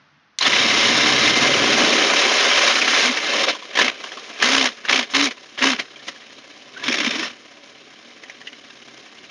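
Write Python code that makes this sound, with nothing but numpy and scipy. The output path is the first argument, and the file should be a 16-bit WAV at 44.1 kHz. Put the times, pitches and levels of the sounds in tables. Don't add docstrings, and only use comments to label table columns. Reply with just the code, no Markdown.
import sys
import numpy as np
from scipy import signal
from scipy.fft import rfft, irfft
from scipy.io import wavfile
from scipy.ndimage import uniform_filter1d, minimum_filter1d

SR = 44100
rng = np.random.default_rng(int(sys.argv[2]) if len(sys.argv) > 2 else 0)


def volts_from_decibels(level):
    exponent = np.asarray(level, float) / 20
    return 10 ** exponent


def inscribe(sig):
    pcm = np.round(np.clip(np.atleast_2d(sig).T, -1, 1) * 32767)
    wavfile.write(sys.argv[1], SR, pcm.astype(np.int16))


N = 410130
TIME = np.arange(N) / SR
HZ = np.maximum(np.fft.rfftfreq(N, 1 / SR), 1)

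CAM_PER_S, CAM_START_TURN = 16.822, -.47
BITE_S = .39
LEARNT_S, LEARNING_S = 2.75, .3

# (frequency [Hz], density [dB per Hz])
AIR = [(35, -58), (60, -16), (112, -12), (130, -13), (149, -2), (162, -11), (280, -8), (357, -21),
       (1440, -10.5), (5960, -26.5), (7600, -45), (9880, -74), (16700, -120)]
AIR_DB = -57.5

# (time [s], crack level [dB], centre [Hz], crack T60 [s], tail level [dB], tail T60 [s])
SOLENOID = (.3866, -3, 4500, .009, -13, .07)
# (frequency [Hz], width [Hz], level [dB])
WHINE = [
    (2100, 105, -14.5),
    (3078, 135, -22),
    (5486, 260, -22),
]

# (frequency [Hz], density [dB per Hz])
CLATTER = [(35, -54), (60, -18), (120, -9), (167, -12), (251, -3), (355, -3.5), (556, -3), (770, -6),
           (853, -20), (1000, -5), (2050, -3.5), (4460, -8.5), (5470, -9.5), (6570, -7.5), (7900, -17),
           (10300, -64), (17400, -120)]
# (frequency [Hz], width [Hz], level [dB])
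BODY = [(72, 23, -3), (844, 250, 6.5), (1390, 100, -3.5), (1750, 130, 2), (2100, 130, -5), (3000, 490, 0.5),
        (3650, 58, 0), (4560, 100, -1.5), (5200, 1300, 3), (6470, 140, 0)]
# (frequency [Hz], level [dB], T60 [s])
RINGS = [(1323, -5.5, 0.052), (1650, -1.5, 0.031), (1800, -8.5, .025), (2063, -2.5, 0.049),
         (2130, -3, 0.013), (2300, 4.5, 0.036), (2670, 7.5, 0.012), (2990, 6, 0.019), (3220, 3.5, 0.027),
         (3560, 0.5, 0.049), (3760, 2.5, 0.06), (4050, 3.5, 0.018), (5300, 1.5, 0.031), (7040, -9.5, 0.028)]
RINGS_DB = -4.0
RING_T60_S, SEAT_SHARPNESS = .024, 1.5
# (first [s], last [s], rate [per s], depth [dB])
RASP = [(3.7573, 3.92, 56.0, 3.4), (4.4131, 4.7, 65.0, 2.7), (4.8966, 5.05, 60.75, 4.0),
        (5.138, 5.3, 66.5, 3.6), (5.6272, 5.78, 65.5, 2.8), (6.8825, 7.12, 66.5, 3.0)]
# (at first [dB], more once learnt [dB], more when ducked [dB])
THROB_ONCE = (-0.36, 1.06, 1.3)
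THROB_TWICE = (0.9, -0, 1)

CYLINDERS_DB = [-2.5, -19, -6, -38, 2.5, -22.5, -4, -4]
# (frequency [Hz], width [Hz], level [dB])
PIPES = [(139.7, 18, -10), (262, 120, -8), (399, 65, 0.5), (571, 31, 0.5)]
# (order [1], level [dB])
CRANK_ORDERS = [(3, -18), (4, -2.5), (7, -2), (8, -13.5), (9, 0), (12, -2), (13, 0), (16.5, 1), (17, 4)]
ORDERS_DB = 1.5

# (time [s], level [dB])
DUCKING = [(.39, -35), (.42, -18.5), (.5, -18.5), (.56, -15), (2.7, -14), (2.73, -16.5), (3.1, -20.5),
           (3.2, -22), (3.44, -16.5), (3.5, -30.5), (3.59, -40), (3.63, -37), (4.35, -36), (4.8, -42.5),
           (5.4, -45), (6.7, -45.5), (7.44, -48.5), (9.3, -46)]
# (time [s], length [s], level [dB], sag over the length [dB], leading crack [dB])
OPENINGS = [(0.461, 0.018, -11, 1.2, -30), (2.62, 0.084, -16, 3, -28), (2.935, 0.15, -13.5, 2, -18),
            (3.484, 0.019, -14, 2, -40), (3.771, 0.11, -18.5, -1, -32.5), (4.045, 0.012, -30, 5.5, -45),
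            (4.419, 0.25, -12, 4.5, -32.5), (4.887, 0.12, -14.5, 5, -38), (5.144, 0.12, -13.5, 4, -32.5),
            (5.623, 0.11, -11, 9, -26), (5.792, 0.0074, -19.5, 7, -36.5), (6.073, 0.019, -32, -0.7, -50),
            (6.792, 0.027, -36.5, 2, -42), (6.874, 0.4, -23.5, 4.5, -29.5), (7.299, 0.01, -34, 1.5, -49)]
OPEN_S, LEAD_S, SHUT_DB_PER_S = 0.013, 0.044, 428
SPLIT_HZ = [170, 330, 800, 4300]
# (level at first [dB], swell [dB/s], cut time [s], cut [dB], share of ducking escaped [1])
LOWS = [
    (-27, 5.5, 1.87, 32.5, 0.41),
    (-16, 4, 2.14, 14.5, 0.064),
    (-14.5, 3.5, 2.18, 5, 0.21),
]
LOWS_LATE_S = (0.084, 0.085, .02)
RECOVER_DB_PER_S = (3.5, 2.5, -0.55)
CUTTING_S = 0.48
LOWS_LAG_S, LAG_SHARE = 0.026, 0.28
# (first [s], last [s], level [dB])
BRIGHT = [
    (3.703, 3.956, -3.5),
    (5.1, 5.313, 2),
    (6.055, 6.108, 6),
    (6.752, 7.3, -2.5),
]
# (first [s], last [s], frequency [Hz], width [Hz], level [dB])
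FAVOURED = [(.45, 1.3, 3760, 500, -16), (0.503, 1.497, 2085, 130, -18), (.5, 1.3, 5370, 200, -22),
            (2.355, 2.69, 604, 50, -20.5), (3.3, 3.526, 560, 121, -13), (5.143, 5.28, 4050, 400, -12),
            (6.82, 7.152, 3600, 160, -8.5), (6.837, 7.277, 5450, 400, -13)]

# (time [s], peak [dB], low
# centre [Hz], high centre [Hz], high against low [dB])
TAPS = [(3.6222, -19, 1030, 3410, -4), (5.9574, -27, 2360, 3130, 0), (5.9918, -27, 1770, 3630, 3),
        (6.1594, -25.5, 1770, 3010, -2), (6.2183, -26, 1980, 3340, -12), (8.6996, -27, 1630, 2770, 0),
        (9.0594, -35, 1780, 2720, 4), (9.2399, -29, 2340, 2840, -5),
        (0.408, -6, 1017, 4060, 6), (0.423, -2, 3100, 4050, 3.5), (0.45, -6, 2100, 3460, 7),
           (.468, -11, 2060, 3150, -1.5), (0.529, -2, 2090, 3380, -3), (8.234, -19, 1940, 3100, -18),
           (8.295, -17.5, 2100, 5860, -14), (8.412, -23, 1880, 3000, -5), (8.469, -18, 2010, 2860, 7),
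           (8.528, -23.5, 2190, 3000, 2)]
# (time [s], peak [dB], centre [Hz])
KNOCKS = [(3.169, -4.5, 2100), (3.3317, -9.5, 1060), (3.413, -20, 2200), (3.5466, -15, 1010),
          (3.7512, -8, 2130), (3.77, -4, 1740), (3.7867, 3.5, 1750), (3.812, 2, 2200), (3.843, -5.5, 2280),
          (3.8777, -9, 2100), (4.036, -15.5, 1030), (4.1156, -19, 1660), (4.17, -19, 1070),
          (4.3982, -14, 2390), (4.4216, 1, 1800), (4.8492, -14, 1650), (4.8935, -8, 1870),
          (5.0264, -11.5, 2230), (5.1443, -3, 2270), (5.2675, -11, 2250), (5.307, -14, 2200),
          (5.5865, -13.5, 1850), (5.624, -4.5, 1800), (5.7943, -7, 2130), (6.0804, -16, 1940),
          (6.7723, -21, 1530), (6.836, -11, 2430), (7.1462, -13, 2300), (7.1914, -10.5, 2280),
          (7.2265, -9.5, 1680)]
# (first [s], last [s], peak [dB], loss per knock [dB], centre [Hz])
WHOLE_TURNS = [
    (2.753, 2.876, -6, -3, 2330),
    (6.879, 7.0606, -4.5, 0.4, 2170),
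    (6.919, 7.106, -8, 0, 2370),
]
# (first [s], last [s], peak [dB], loss per knock [dB], centre [Hz])
HALF_TURNS = [(4.9235, 4.9887, .5, 2.8, 2400)]
UPPER_HZ, UPPER_SCATTER = 3080, 0.089

# (time [s], length [s], level [dB], frequency [Hz], glide [Hz])
HUM = [(3.021, 0.11, -27, 252.4, 43), (4.439, 0.27, -26, 271.7, -5), (4.899, .14, -30, 263, -25),
       (5.132, 0.17, -23, 286, -10), (5.605, 0.148, -20.5, 273, -16), (3.831, .04, -29.5, 251, -20),
       (6.871, 0.038, -23, 251, -50), (7.0, 0.034, -28, 296, 10), (7.063, 0.034, -22, 246, -72),
       (7.148, .11, -32, 323, 16)]
# (time [s], length [s], level [dB], frequency [Hz], glide [Hz])
SQUEAK = [
    (6.757, .03, -34, 1504, 30),
    (6.79, .02, -35, 1612, 20),
    (6.814, .036, -35, 1725, 15),
]
ARCH_HZ, ARCH_DB = 42, 13
HUM_ROUGH = .017

PHONE_RATE_HZ = 16000
# (frequency [Hz], level [dB])
MIRROR_SLOPE = [(7600, -49), (8000, -23.5), (8400, 3.5), (9600, -11.5), (10500, -26.0), (11050, -40), (11400, -51)]


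def rms_one(x):
    return x / np.sqrt(np.mean(x ** 2) + 1e-20)


def in_time(rows):
    s, *columns = np.transpose(rows)
    return [np.interp(TIME, s, c) for c in columns]


def ramp(mid_s, length_s):
    return np.clip((TIME - mid_s) / length_s + .5, 0, 1)


def window(first_s, last_s, edge_s=0.018):
    corners = [first_s - edge_s, first_s + edge_s, last_s - edge_s, last_s + edge_s]
    return np.interp(TIME, corners, [0, 1, 1, 0])


def drift(rate):
    steps = rng.standard_normal(int(N / SR * 2 * rate) + 2)
    return rms_one(np.interp(TIME * 2 * rate, np.arange(len(steps)), steps))


def colour(x, points, peaks=()):
    hz, db = np.transpose(points)
    db = np.interp(np.log(HZ), np.log(hz), db, left=-80, right=-80)
    for at_hz, width, top_db in peaks:
        db = db + top_db / (1 + (2 * (HZ - at_hz) / width) ** 2)
    return irfft(rfft(x) * volts_from_decibels(db), N)


def resonance(x, hz, width):
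    r = np.exp(-np.pi * width / SR)
    turn = 2 * np.pi * hz / SR
    return signal.lfilter([(1 - r * r) / 2, 0, (r * r - 1) / 2], [1, -2 * r * np.cos(turn), r * r], x)


def outdoors():
    ducked_db = -15.0 * (TIME > BITE_S - .004)
    air = rms_one(colour(rng.standard_normal(N), AIR))
    return volts_from_decibels(AIR_DB + ducked_db + 1.0 * drift(6.2)) * air


def solenoid():
    s, crack_db, hz, crack_t60, tail_db, tail_t60 = SOLENOID
    after = np.maximum(TIME - s, 0)
    shape = volts_from_decibels(crack_db - 60 * after / crack_t60) + volts_from_decibels(tail_db - 60 * after / tail_t60)
    return resonance(rng.standard_normal(N) * (after > 0) * shape, hz, 4500.0)


def starter_gears():
    mesh = rng.standard_normal(N)
    whine = 0
    for hz, width, db in WHINE:
        whine = whine + volts_from_decibels(db) * rms_one(resonance(resonance(mesh, hz, width), hz, width))
    return whine


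def valve_train(turns, per_s=1000, seat_db=-1.5, seat_turn=.12):
    seats = np.diff((4 * (turns - seat_turn)).astype(int), prepend=0) > 0
    out = 0
    for hz, db, t60 in RINGS:
        stray = rng.random(N) < per_s / SR / 4
        clicks = (stray + volts_from_decibels(seat_db) * seats) * rng.standard_normal(N) + 1e-18
        r, w = volts_from_decibels(-60 / (min(t60, RING_T60_S) * SR)), 2 * np.pi * hz / SR
        out = out + volts_from_decibels(db) * signal.lfilter([0, np.sin(w)], [1, -2 * r * np.cos(w), r * r], clicks)
    return out


def rasp(scale=1.32):
    out = np.zeros(N)
    for first, last, per_s, depth_db in RASP:
        beat = np.exp(SEAT_SHARPNESS * (np.cos(2 * np.pi * per_s * (TIME - first)) - 1))
        active = (TIME > first - .5 / per_s) * (TIME < last)
        out += scale * depth_db * 2 * (beat - .5) * active
    return out


def clatter(turns, once_db, twice_db, per_s=4000, spread_db=3.0, patchy_db=1.0):
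    sizes = volts_from_decibels(spread_db * np.minimum(rng.exponential(1, N), 4)) * rng.choice([-1, 1], N)
    contacts = rms_one(sizes * (rng.random(N) < per_s / SR))
    hiss = 0.43 * rng.standard_normal(N)
    metal = rms_one(colour(contacts + hiss, CLATTER, BODY))
    metal = metal + volts_from_decibels(RINGS_DB) * rms_one(valve_train(turns))
    throb_db = 0.79 * once_db * np.cos(2 * np.pi * turns) + 1.1 * twice_db * np.cos(4 * np.pi * turns)
    rasp_db = rasp() - 0.15 * np.cos(8 * np.pi * turns) + 1.0 * drift(70.0) + 0.3 * drift(15.0)
    spectrum = rfft(metal)
    band = np.clip(1.5 * np.log2(HZ / 60), 0, 11)
    out = 0
    for k in range(12):
        share = 1 / (1 + (k / 11.5) ** 8)
        gain = volts_from_decibels(share * throb_db + min(k / 6, 1) * rasp_db + patchy_db * drift(25.0))
        out = out + gain * irfft(spectrum * np.clip(1 - np.abs(band - k), 0, 1), N)
    return out


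def exhaust(turns, rough_db=6.5, waver_db=3.0):
    steady = uniform_filter1d(turns, size=SR // 2, mode="nearest")
    count = (8 * steady).astype(int)
    fired = np.flatnonzero(np.diff(count))
    puffs = np.zeros(N)
    puffs[fired] = volts_from_decibels(np.take(CYLINDERS_DB, count[fired] % 8) + rough_db * rng.standard_normal(len(fired)))
    pipes = 0
    for k, (hz, width, db) in enumerate(PIPES):
        pipes = pipes + volts_from_decibels(db) * (-1) ** k * resonance(puffs, hz, width)
    crank = 2 * np.pi * 2 * steady
    orders = 0
    for order, db in CRANK_ORDERS:
        orders = orders + volts_from_decibels(db + waver_db * drift(4.0)) * np.sin(order * crank + drift(3.0))
    return rms_one(pipes) + volts_from_decibels(ORDERS_DB) * rms_one(orders)


def gate_level():
    power = volts_from_decibels(2 * in_time(DUCKING)[0]) + volts_from_decibels(2 * -48.0)
    for s, length, db, sag_db, lead_db in OPENINGS:
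        span = slice(round((s - .1) * SR), round((s + length + .2) * SR))
        after = TIME[span] - s
        sag = sag_db * np.clip(after / length, 0, 1)
        wide_db = db - sag - SHUT_DB_PER_S * np.maximum(after - length, 0)
        power[span] += volts_from_decibels(2 * wide_db) * np.clip(after / OPEN_S + 1, 0, 1) ** 4
        power[span] += volts_from_decibels(2 * lead_db) * np.clip((after + LEAD_S) / OPEN_S + 1, 0, 1) ** 4 * (after < 0)
    return 10 * np.log10(power)


def lows(ducked_db):
    out = []
    for (db, swell, cut_s, cut_db, escape), late_s, recover in zip(LOWS, LOWS_LATE_S, RECOVER_DB_PER_S):
        since = np.clip(TIME - cut_s, None, 4.5)
        rise_db = -25.0 * (1 - ramp(BITE_S + late_s / 2, late_s))
        swell_db = swell * (np.minimum(TIME, cut_s) - BITE_S)
        change_db = recover * np.maximum(since, 0) - cut_db * ramp(cut_s, CUTTING_S)
        out.append(db + rise_db + swell_db + change_db + escape * ducked_db)
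    return out


def suppressor(x, gate_db, treble_lag_s=0.013):
    gate = volts_from_decibels(gate_db)
    treble = minimum_filter1d(gate, size=max(int(treble_lag_s * SR), 1)) / gate
    bass_db, boom_db, drone_db = lows(np.maximum(-12.0 - gate_db, 0))
    bright_db = sum(db * window(first, last) for first, last, db in BRIGHT)
    humming = sum((TIME > row[0]) & (TIME < row[0] + row[1]) for row in HUM[:5])
    boom_db = boom_db - 2.5 * uniform_filter1d(1. * humming, size=SR // 50)
    lag = int(LOWS_LAG_S * SR / 2)
    late = minimum_filter1d(gate_db, size=2 * lag + 1, origin=lag) - gate_db
    boom_db, drone_db = boom_db + LAG_SHARE * late, drone_db + LAG_SHARE * late

    spectrum, out = rfft(x), 0
    above = [1] + [1 / (1 + (hz / HZ) ** 12) for hz in SPLIT_HZ] + [0]
    gains = [volts_from_decibels(bass_db), volts_from_decibels(boom_db), volts_from_decibels(drone_db), volts_from_decibels(-1.51), volts_from_decibels(-8.5 + bright_db) * treble]
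    for k, gain in enumerate(gains):
        out = out + gain * rms_one(irfft(spectrum * (above[k] - above[k + 1]), N))
    rumble = rms_one(resonance(rng.standard_normal(N), 45.0, 90.0))
    out = out + volts_from_decibels(-43.5 + 7.0 * ramp(LEARNT_S, LEARNING_S)) * rumble
    for first, last, hz, width, db in FAVOURED:
        out = out + volts_from_decibels(db) * window(first, last) * rms_one(resonance(x, hz, width))
    return gate * out * (TIME > BITE_S)


def knocks(rows, rise_s, t60_s, wide_db, upper_db, width):
    out = np.zeros(N)
    t = np.arange(int(.1 * SR)) / SR
    shape = (1 - np.exp(-(t / rise_s) ** 2)) * volts_from_decibels(-60 * t / t60_s)
    body = rms_one(colour(rng.standard_normal(N), CLATTER, BODY))
    for s, db, low_hz, high_hz, *own_db in rows:
        at = round(s * SR)
        wide = body[at:at + len(t)]
        rattle = rms_one(resonance(wide, low_hz, width * low_hz)) + volts_from_decibels(wide_db) * wide
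        rattle += volts_from_decibels(upper_db + sum(own_db)) * rms_one(resonance(wide, high_hz, width * high_hz))
        out[at:at + len(t)] += volts_from_decibels(db - 9) * rattle * shape[:len(wide)]
    return out


def weak_knocks():
    return knocks(TAPS, rise_s=0.0024, t60_s=0.06, wide_db=-7.5, upper_db=-3.0, width=0.057)


def loud_knocks():
    rows = list(KNOCKS)
    for runs, per_turn in ((WHOLE_TURNS, 1), (HALF_TURNS, 2)):
        for first, last, db, loss_db, hz in runs:
            times = np.linspace(first, last, round((last - first) * CAM_PER_S * per_turn) + 1)
            rows += [(s, db - loss_db * k, hz) for k, s in enumerate(times)]
    upper = UPPER_HZ * np.exp(UPPER_SCATTER * rng.standard_normal(len(rows)))
    rows = [(*row, hz) for row, hz in zip(rows, upper)]
    return knocks(rows, rise_s=0.0027, t60_s=0.062, wide_db=-2.0, upper_db=-5.0, width=0.14)


def hum():
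    out, wander = np.zeros(N), 1 + HUM_ROUGH * drift(60.0)
    for s, length, db, hz, glide_hz in HUM + SQUEAK:
        span = slice(round(s * SR), round((s + length) * SR))
        t = TIME[span] - s
        along = 2 * t / length - 1
        edges = np.clip(np.minimum(t, length - t) / 0.011, 0, 1)
        pitch = hz + glide_hz * along / 2 - ARCH_HZ * along ** 2 * min(length / 0.087, 1)
        tone = np.sin(2 * np.pi * np.cumsum(pitch * wander[span]) / SR)
        out[span] += np.sqrt(2) * edges * volts_from_decibels(db - ARCH_DB * np.abs(along) ** 2.5) * tone
    return out * volts_from_decibels(2.0 * drift(40.0))


def scene():
    turns, gate_db = CAM_START_TURN + CAM_PER_S * TIME, gate_level()
    learnt = ramp(LEARNT_S, LEARNING_S)
    ducked = np.clip((-26.5 - uniform_filter1d(gate_db, size=SR // 10)) / 14.0, 0, 1)
    once_db, twice_db = (first + more * learnt + most * ducked for first, more, most in (THROB_ONCE, THROB_TWICE))
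    din = rms_one(clatter(turns, once_db, twice_db)) + volts_from_decibels(-13.0) * rms_one(exhaust(turns))
    din = din + starter_gears()
    thin = signal.butter(2, 260.0, "high", fs=SR, output="sos")
    struck = signal.sosfilt(thin, loud_knocks() + weak_knocks())
    return (outdoors() + solenoid() + suppressor(din, gate_db) + struck + hum())[None]


def top_cut(x):
    return signal.sosfilt(signal.butter(12, 11420, fs=SR, output="sos"), x)


def record(dry):
    x = signal.sosfilt(signal.butter(1, 90.0, "high", fs=SR, output="sos"), dry)
    x = 0.74 * np.tanh(x / 0.84)
    x = signal.sosfilt(signal.cheby2(6, 30.0, PHONE_RATE_HZ / 2, fs=SR, output="sos"), x)
    mirror = x * np.cos(2 * np.pi * PHONE_RATE_HZ * TIME)
    top = signal.cheby2(24, 50, 11480, fs=SR, output="sos")
    return top_cut(signal.sosfilt(top, x + colour(mirror[0], MIRROR_SLOPE)))


dry = scene()
out = record(dry)
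inscribe(out)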